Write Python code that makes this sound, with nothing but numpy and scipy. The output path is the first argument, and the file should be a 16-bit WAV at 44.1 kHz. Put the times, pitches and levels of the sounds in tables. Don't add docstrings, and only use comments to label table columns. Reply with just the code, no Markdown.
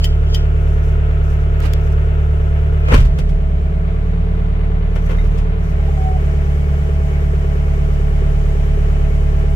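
import sys
import numpy as np
from scipy import signal
from scipy.fft import rfft, irfft, next_fast_len
from scipy.io import wavfile

SR = 44100
rng = np.random.default_rng(int(sys.argv[2]) if len(sys.argv) > 2 else 0)


def store_wav(level_fs):
    pcm = np.round(np.clip(np.atleast_2d(level_fs), -1, 1) * 32767)
    wavfile.write(sys.argv[1], SR, pcm.T.astype(np.int16))


def boost_factor(decibels):
    exponent = np.asarray(decibels, float) / 20
    return 10 ** exponent


N = 421155
SIZE = next_fast_len(N + SR // 2)
HZ = np.maximum(np.arange(SIZE // 2 + 1) * SR / SIZE, 1)

# start in seconds, length in seconds.
STAGE_CHANGES = [(2.932, .17), (3.794, 0.13), (5.595, .3)]

# time in seconds, speed in rpm.
CRANK_SPEED = [(0.0, 1100), (2.3, 1099.5), (2.75, 1111), (3.1, 1079), (3.7, 1066), (3.9, 1099.5),
               (4.1, 1113), (5.05, 1110), (5.3, 1124), (5.55, 1109), (5.75, 1075), (6.0, 1082), (7.0, 1084),
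               (9.55, 1082.3)]
# time in seconds, level in dB.
BOOM = [(0, -16), (1.2, -17), (1.8, -17), (2.6, -19.5), (3.2, -14.5), (3.6, -18.5), (4.5, -16),
        (5.05, -15.5), (5.25, -12), (5.65, -18), (6.35, -19), (6.7, -22), (7.4, -19), (8.2, -14.5),
        (9.55, -15)]
# multiple, level in dB in each of the four stages, side over mid in dB.
BOOM_ORDERS = [(2, -15, -17.5, -19, -16.5, -23), (3, -27, -38.5, -28.5, -33, -14.5),
               (4, -24.5, -28.5, -32.5, -24, -15), (5, -40, -35, -39.5, -34.5, -12.5)]
SECOND_YIELDS = 0.27
BOOM_LAG = 2 / 3
# multiple of the firing rate, level in dB with arms at rest, level in dB with arms lifted, side over mid in dB.
FRACTIONS = [(.75, -41, -38, -14), (1.25, -41, -43, -14), (1.5, -37, -43, -16), (1.75, -37, -36, -18),
             (2.5, -49, -51, -18), (3.25, -47, -55, -18), (3.5, -58, -47, -18), (3.75, -46, -42, -18),
             (4.25, -48, -42, -18)]
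# multiple of the firing rate (taken to the nearest quarter),
# level in dB with arms at rest, level in dB with arms lifted, side over mid in dB.
ORDER_TONES = [(6, -47, -44, -16.5), (7, -48, -50, 8), (8, -60.5, -50, -2), (9, -63, -59, -1.5),
               (10, -47.5, -51.5, 5), (10.5, -41.5, -49, -16), (11, -57, -54, -15), (12, -39.5, -41, -18),
               (14, -54.5, -66, -1), (16, -48, -51.5, -17), (16.79, -58, -58.5, -5.5),
               (20.34, -54.5, -55, 10.5), (21.12, -59, -55.5, 8), (27.3, -67, -60, 6)]
# multiple of the stroke rate, level in dB in each of the four stages,
# side over mid in dB.
PUMP = [(1, -47, -29, -27.5, -36, -16), (4, -46.5, -44, -51, -45.5, -3), (5, -59, -57, -63, -50, 4)]

# firings after the first cylinder, relative level in dB in the block,
# relative level in dB in the floor panels.
CONTACTS = [(-.05, -2, 9), (0.452, -1.5, -8.5), (0.697, -4, -22), (.9, -8.5, -5.5), (1.45, -1, -11),
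            (1.75, -3.5, -27.5), (1.949, -3, -1.5), (2.45, -2.5, -27), (2.8, -4.5, -27.5),
            (2.949, -2.5, -8.5), (3.501, -7.5, 0), (3.75, -8, -13)]
# mode in Hz, relative level in dB, 60 dB decay in seconds.
PANELS = [(398, 5, 0.13), (428, 5, 0.12)]
PANEL_DB = [-41, -43, -42, -37.5]
# frequency in Hz, relative level in dB.
CLATTER_AT_REST = [(110, -33), (190, -10), (310, -12), (373, -2), (432, -4), (548, -8), (660, -13.5),
                   (883, -15), (1180, -20), (1300, -12), (1560, -17.5), (2870, -23), (4500, -40),
                   (5850, -77), (9900, -120)]
# frequency in Hz, relative level in dB.
CLATTER_LIFTED = [(110, -38), (190, -9.5), (265, -15.5), (323, -18), (373, -8), (426, -7), (506, -14),
                  (651, -14), (705, -19.5), (815, -19.5), (906, -22.5), (1300, -22), (1980, -25.5),
                  (2200, -24.5), (4500, -41.5), (5850, -64.5), (9900, -120)]
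# time in seconds, relative level in dB.
CLATTER_LEVEL = [(0.0, -47), (.7, -45), (1.54, -44), (2.9, -46), (3.15, -48.5), (4.1, -46.5), (4.8, -46),
                 (5.0, -46), (9.55, -44.5)]

# frequency in Hz, relative level in dB.
HISS = [(1760, -20), (3000, 3), (3290, -5.5), (4200, -14), (4830, -8), (5630, -7), (7670, -10.5),
        (10100, -16.5), (12400, -16), (13500, -19.5), (15100, -14.5), (16000, -27.5)]
HISS_DB = [-61.5, -63.5, -64.5, -57]
HISS_CREEP_DB_PER_S = 0.27
# frequency in Hz, width in Hz, relative level in dB.
WHISTLES = [(2235, 25, 20.5), (6700, 60, 3.5), (7570, 62, -2), (7900, 36, -4), (8820, 70, -2),
            (11000, 300, -12), (12200, 350, -8)]

# frequency in Hz, relative level in dB.
RUMBLE = [(18, -9), (30, 2.5), (45, 2.5), (66, 1), (90, -12.5), (150, -4), (200, -31.5), (260, -50.5)]
# start in seconds, level in dB.
JOLTS = [(2.9, -6.5), (5.25, -22.5), (5.65, -29.5)]
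RUMBLE_FLOOR_DB = [-48, -39, -36.5, -37.5]
JOLT_RISE_S, JOLT_T60_S = 0.043, 1.15

# start in seconds, relative level in dB, left over right in dB.
SWITCH = [(0.042, -13, -1), (0.3453, -15, 0.5)]
# mode in Hz, relative level in dB, 60 dB decay in seconds.
SWITCH_MODES = [(1934, -18, 0.12), (3080, -5, 0.051), (3170, -8.5, 0.055), (4550, -11.5, .025),
                (4960, -5.5, 0.018), (5750, -17, 0.02), (6850, -13.5, 0.039)]
# frequency in Hz, relative level in dB.
SWITCH_SNAP = [(1180, -40.5), (2000, -19.5), (2600, -15.5), (3140, -1.5), (4050, -21), (4900, -13),
               (6940, -22), (8780, -26), (11100, -24.5), (16000, -22.5)]

# start in seconds, length in seconds, relative level in dB.
CLOTH = [(0.532, .45, -60), (1.104, .03, -59), (1.196, .17, -59.5), (1.391, 0.056, -60.5),
         (1.766, .22, -59), (4.858, 0.66, -59), (5.551, .25, -60.5)]
# frequency in Hz, relative level in dB.
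RUSTLE = [(1500, -10), (3000, -7), (6000, 6.5), (9000, -5), (12000, -2), (15500, -5.5), (16500, -20)]

# start in seconds, relative level in dB, left over right in dB.
TICKS = [(1.5698, -40.5, 4), (1.604, -20, -8), (1.736, -12, 7.5), (2.7353, -34, -2), (3.1856, -33, -4),
         (4.9556, -31, -1.5), (5.092, -33.5, 4)]

# start in seconds, relative level of the bright part in dB,
# relative level of the dull part in dB, 60 dB decay in seconds, left over right in dB.
KNOCKS = [(1.604, -46, -27, 0.027, -2.5), (1.7325, -26.5, -31, 0.013, 3.5), (2.883, -34.5, -19, 0.062, -3),
          (2.905, -39.5, -22.5, .1, 2.5), (2.917, -32, -10, 0.24, -0.5), (2.928, -35.5, -16.5, .12, 2.5),
          (2.939, -20.5, -13.5, 0.087, 4), (2.975, -34, -40.5, .17, 0), (3.0, -36, -33.5, 0.12, -5),
          (3.048, -39, -33.5, 0.13, -5.5), (3.185, -28.5, -25, .076, -1.5), (3.289, -39.5, -52.5, .1, -0.5),
          (4.9564, -39.5, -24, .1, 7), (5.0923, -41, -23, 0.13, 3.5), (5.106, -43.5, -27, 0.17, 0.5)]
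# start in seconds, relative level of the bright part in dB,
# relative level of the dull part in dB, 60 dB decay in seconds, left over right in dB.
RUBS = [(1.612, -39.5, -37, 0.07, -15.5), (1.628, -40.5, -24.5, 0.13, -7), (1.645, -36.5, -33, 0.083, -13),
        (5.37, -40, -36.5, 0.13, 4)]
KNOCK_RISE_S, RUB_RISE_S = 0.0042, 0.015
# frequency in Hz, relative level in dB.
KNOCK_BRIGHT = [(1470, -15.5), (2500, -4.5), (3360, -6), (4080, -11.5), (4950, -11), (14200, -26),
                (16000, -27.5)]
# frequency in Hz, relative level in dB.
KNOCK_DULL = [(120, -37), (200, -2.5), (350, -5.5), (527, -12.5), (614, -3), (724, -20.5), (854, -10.5),
              (1240, -13), (1440, -13.5), (3050, -19), (4200, -40), (5460, -55.5), (9240, -120)]
# mode in Hz, relative level in dB, 60 dB decay in seconds.
FRAME = [(385, -1.5, 0.22), (473.6, 2.5, 0.17), (500, 5.5, 0.095), (595, -8.5, 0.18), (760, -5, 0.091)]

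PING_S = 5.1846
# mode in Hz, relative level in dB, 60 dB decay in seconds.
PING_MODES = [(2060, -37, .16), (2078, -40, .16), (3720, -46, .14)]

# start in seconds, length in seconds, starting pitch in Hz, level in dB.
SQUEAL = [(5.78, .05, 825, -45), (5.875, .03, 790, -36), (5.915, .035, 790, -40), (5.955, .225, 763, -32)]
SQUEAL_SAG_HZ_PER_S, SQUEAL_EDGE_S = 90, .014

# frequency in Hz, side over mid in dB.
WIDTH = [(60, -19), (110, -20), (200, -12), (380, -4), (700, 3), (1290, 5), (2380, 2), (4400, 1), (8120, 1),
         (15000, 0)]
# frequency in Hz, left over right in dB.
LEAN = [(60, -1.0), (110, -1.0), (200, -0.5), (380, -1.0), (700, 0.5), (1290, 1.5), (2380, 1.0),
        (4400, 0.5), (8120, 2.5), (15000, -2.5)]


def rms_one(x):
    return x / np.sqrt(np.mean(x ** 2) + 1e-20)


def in_time(rows):
    s, values = np.transpose(rows)
    return np.interp(np.arange(N) / SR, s, values)


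def by_stage(levels):
    t = np.arange(N) / SR
    curve = levels[0]
    for step, (s, length) in zip(np.diff(levels), STAGE_CHANGES):
        curve = curve + step * np.clip((t - s) / length, 0, 1)
    return curve


def lifted():
    return by_stage([0, 1, 1, 1])


def db_by_hz(points, **ends):
    hz, level_db = np.transpose(points)
    return np.interp(np.log(HZ), np.log(hz), level_db, **ends)


def gain_by_hz(points):
    return boost_factor(db_by_hz(points, left=-90, right=-90))


def filtered_noise(gain):
    return rms_one(irfft(rfft(rng.standard_normal(SIZE)) * gain, SIZE)[:N])


def coloured(points):
    return filtered_noise(gain_by_hz(points))


def drift(rate):
    r = np.exp(-80 * np.pi * rate / SR)
    slow = signal.lfilter([1], [1, -2 * r, r * r], rng.standard_normal(N // 40 + 4002))
    slow = slow[4000:]
    return np.interp(np.arange(N) / 40, np.arange(len(slow)), rms_one(slow))


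def panned(x, pan_db):
    return x * boost_factor(np.array([[.5], [-.5]]) * pan_db)


def tone(cycles, level_db, side_db, waver_db):
    height = np.sqrt(2) * boost_factor(level_db + waver_db * drift(8.1))
    angle = 2 * np.pi * cycles
    mid = height * np.cos(angle)
    side = boost_factor(side_db) * height * np.sin(angle)
    return mid - side * np.array([[1], [-1]])


def ring(clicks, hz, t60):
    r, w = boost_factor(-60 / (t60 * SR)), 2 * np.pi * hz / SR
    return signal.lfilter([0, np.sin(w)], [1, -2 * r * np.cos(w), r * r], clicks + 1e-18)


def struck(s, level_db, modes):
    out = 0
    touches = [round(s * SR), round((s + .0016) * SR)]
    for hz, mode_db, t60 in modes:
        clicks = np.zeros(N)
        clicks[touches] = boost_factor(level_db + mode_db + rng.normal(0, 1.5, 2) - [0, 2.5])
        out = out + ring(clicks, hz, t60)
    return out


def add_burst(out, noise, s, level_db, rise, t60, pan_db):
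    span = slice(round(s * SR), round((s + rise + t60) * SR))
    age = np.arange(span.start, span.stop) / SR - s + 1 / SR
    swell = np.clip(age / rise, 0, 1)
    fade = boost_factor(level_db - 60 * np.maximum(age - rise, 0) / t60)
    out[:, span] += panned(noise[span] * swell * fade, pan_db)


def engine_tones(firings):
    load, boom_db, boom = lifted(), in_time(BOOM), firings - BOOM_LAG
    out = panned(tone(boom + (load - 1) / 3, boom_db, side_db=-15, waver_db=.5), -1.6)
    lead = {2: 0, 3: (1 - load) / 6, 4: load / 6, 5: (1 + load) / 6}
    for multiple, *stage_db, side_db in BOOM_ORDERS:
        level_db = by_stage(stage_db)
        if multiple == 2:
            level_db = level_db - SECOND_YIELDS * (boom_db - boom_db.mean())
        out = out + panned(tone(multiple * boom + lead[multiple], level_db, side_db, waver_db=0.64), -0.6)
    for multiple, rest_db, lift_db, side_db in FRACTIONS + ORDER_TONES:
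        cycles = round(4 * multiple) / 4 * firings
        out = out + tone(cycles, rest_db + load * (lift_db - rest_db), side_db, waver_db=1.3)
    strokes = 9 / 2 * firings
    for multiple, *stage_db, side_db in PUMP:
        out = out + tone(multiple * strokes + rng.random(), by_stage(stage_db), side_db, waver_db=2.0)
    return out


def clatter(firings, level_db, t60=.14, fresh_db=-2.5):
    fade = boost_factor(-60 * np.arange(SR // 4) / SR / t60)
    block, floor = 0, np.zeros(N)
    for angle, block_db, floor_db in CONTACTS:
        at = np.flatnonzero(np.diff(np.floor((firings - angle) / 4))) + 1
        clicks = np.zeros(N)
        clicks[at] = boost_factor(1.6 * rng.standard_normal(len(at)))
        response = rng.standard_normal(SR // 4) * fade
        block = block + boost_factor(block_db) * rfft(clicks, SIZE) * rfft(response, SIZE)
        floor += boost_factor(floor_db) * clicks
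    block = block / np.sqrt(np.mean(np.abs(block) ** 2))
    block = block + boost_factor(fresh_db) * rfft(rng.standard_normal(SIZE)) / np.sqrt(SIZE)
    resting = rms_one(irfft(block * gain_by_hz(CLATTER_AT_REST), SIZE)[:N])
    loaded = rms_one(irfft(block * gain_by_hz(CLATTER_LIFTED), SIZE)[:N])
    load = lifted()
    body = (1 - load) * resting + load * loaded
    panels = rms_one(sum(boost_factor(db) * ring(floor, hz, ring_s) for hz, db, ring_s in PANELS))
    return boost_factor(level_db + 8.0 + 0.43 * drift(9)) * body + boost_factor(by_stage(PANEL_DB)) * panels


def oil_hiss(whistle_db=-3.5):
    tilting_s = np.maximum(np.arange(N) / SR - STAGE_CHANGES[-1][0], 0)
    level_db = by_stage(HISS_DB) + HISS_CREEP_DB_PER_S * tilting_s
    bands = sum(boost_factor(db) / (1 + (2 * (HZ - hz) / width) ** 2) for hz, width, db in WHISTLES)
    whistle = boost_factor(whistle_db + level_db - level_db.max() + 1.7 * drift(9)) * filtered_noise(bands)
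    return boost_factor(level_db + 3.0 + 0.5 * drift(6.7)) * (coloured(HISS) + whistle)


def shudder():
    t = np.arange(N) / SR
    level = boost_factor(by_stage(RUMBLE_FLOOR_DB))
    for s, db in JOLTS:
        rise = np.clip((t - s) / JOLT_RISE_S, 0, 1)
        level = level + rise * boost_factor(db - 60 * np.maximum(t - s - JOLT_RISE_S, 0) / JOLT_T60_S)
    return level * boost_factor(1.4 * drift(5.1)) * coloured(RUMBLE)


def switch():
    out, snap = np.zeros((2, N)), coloured(SWITCH_SNAP)
    for s, level_db, pan_db in SWITCH:
        add_burst(out, snap, s, level_db - 11.0, .0015, .07, pan_db)
        out += panned(struck(s, level_db - 9.0, SWITCH_MODES), pan_db)
    return out


def cloth():
    t = np.arange(N) / SR
    moves = sum(boost_factor(db) * np.sin(np.pi * np.clip((t - s) / length, 0, 1)) for s, length, db in CLOTH)
    return moves * boost_factor(3.2 * drift(25)) * coloured(RUSTLE)


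def ticks():
    clicks = np.zeros((2, N))
    echo_samples, echo_loss_db = np.array([0, 7, 19, 44]), np.array([0, 4.0, 8.0, 13.0])
    for s, level_db, pan_db in TICKS:
        clicks[:, round(s * SR) + echo_samples] = panned(boost_factor(level_db - echo_loss_db), pan_db)
    no_bass = signal.butter(2, 1700, "high", fs=SR, output="sos")
    return signal.sosfilt(no_bass, clicks + 1e-18)


def knocks():
    out, bright, dull = np.zeros((2, N)), coloured(KNOCK_BRIGHT), coloured(KNOCK_DULL)
    for rows, rise in ((KNOCKS, KNOCK_RISE_S), (RUBS, RUB_RISE_S)):
        for s, bright_db, dull_db, t60, pan_db in rows:
            add_burst(out, bright, s, bright_db - 5.5, rise, t60, pan_db)
            add_burst(out, dull, s, dull_db - 8, rise, t60, pan_db)
    table = np.array(KNOCKS)
    at = ((table[:, 0] + KNOCK_RISE_S) * SR).astype(int)
    for hz, mode_db, t60 in FRAME:
        chance_db = rng.normal(0, 2.5, len(at))
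        clicks = np.zeros(N)
        clicks[at] = boost_factor(table[:, 2] + mode_db - 12.5 + chance_db)
        out += ring(clicks, hz, t60)
    return out


def ping():
    return struck(PING_S, 0, PING_MODES)


def squeal():
    out, t = 0, np.arange(N) / SR
    for s, length, hz, level_db in SQUEAL:
        gate = np.clip(np.minimum(t - s, s + length - t) / SQUEAL_EDGE_S, 0, 1)
        cycles = hz * (t - s) - SQUEAL_SAG_HZ_PER_S * (t - s) ** 2 / 2
        out = out + gate * tone(cycles, level_db, side_db=2.0, waver_db=3.0)
    return out


def cab(x, scatter_s=.004, diffuse_db=-2.5):
    steps = rng.standard_normal(len(HZ) // 64 + 2) * 2 * np.pi * scatter_s * np.sqrt(64 * SR / SIZE * 300)
    phase = np.interp(np.arange(len(HZ)) / 64, np.arange(len(steps)), np.cumsum(steps))
    mid = rfft(x, SIZE)
    late = rfft(np.roll(x, round(.009 * SR), -1), SIZE)
    spread = (mid + boost_factor(diffuse_db) * late) / np.sqrt(1 + boost_factor(2 * diffuse_db))
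    side = boost_factor(db_by_hz(WIDTH)) * np.exp(1j * phase) * spread
    return irfft(panned(mid + side * np.array([[1], [-1]]), db_by_hz(LEAN)), SIZE)[:, :N]


def scene():
    firings = np.cumsum(in_time(CRANK_SPEED)) / 30 / SR
    steady = clatter(firings, in_time(CLATTER_LEVEL)) + oil_hiss() + shudder() + cloth()
    blows = switch() + knocks() + ping()
    return engine_tones(firings) + cab(steady + blows) + ticks() + squeal()


def band_limit(x):
    return signal.sosfilt(signal.butter(12, 15850, fs=SR, output="sos"), x)


def record(dry):
    rounded = dry / (1 + dry ** 6) ** (1 / 6)
    return band_limit(rounded)


dry = scene()
out = record(dry)
store_wav(out)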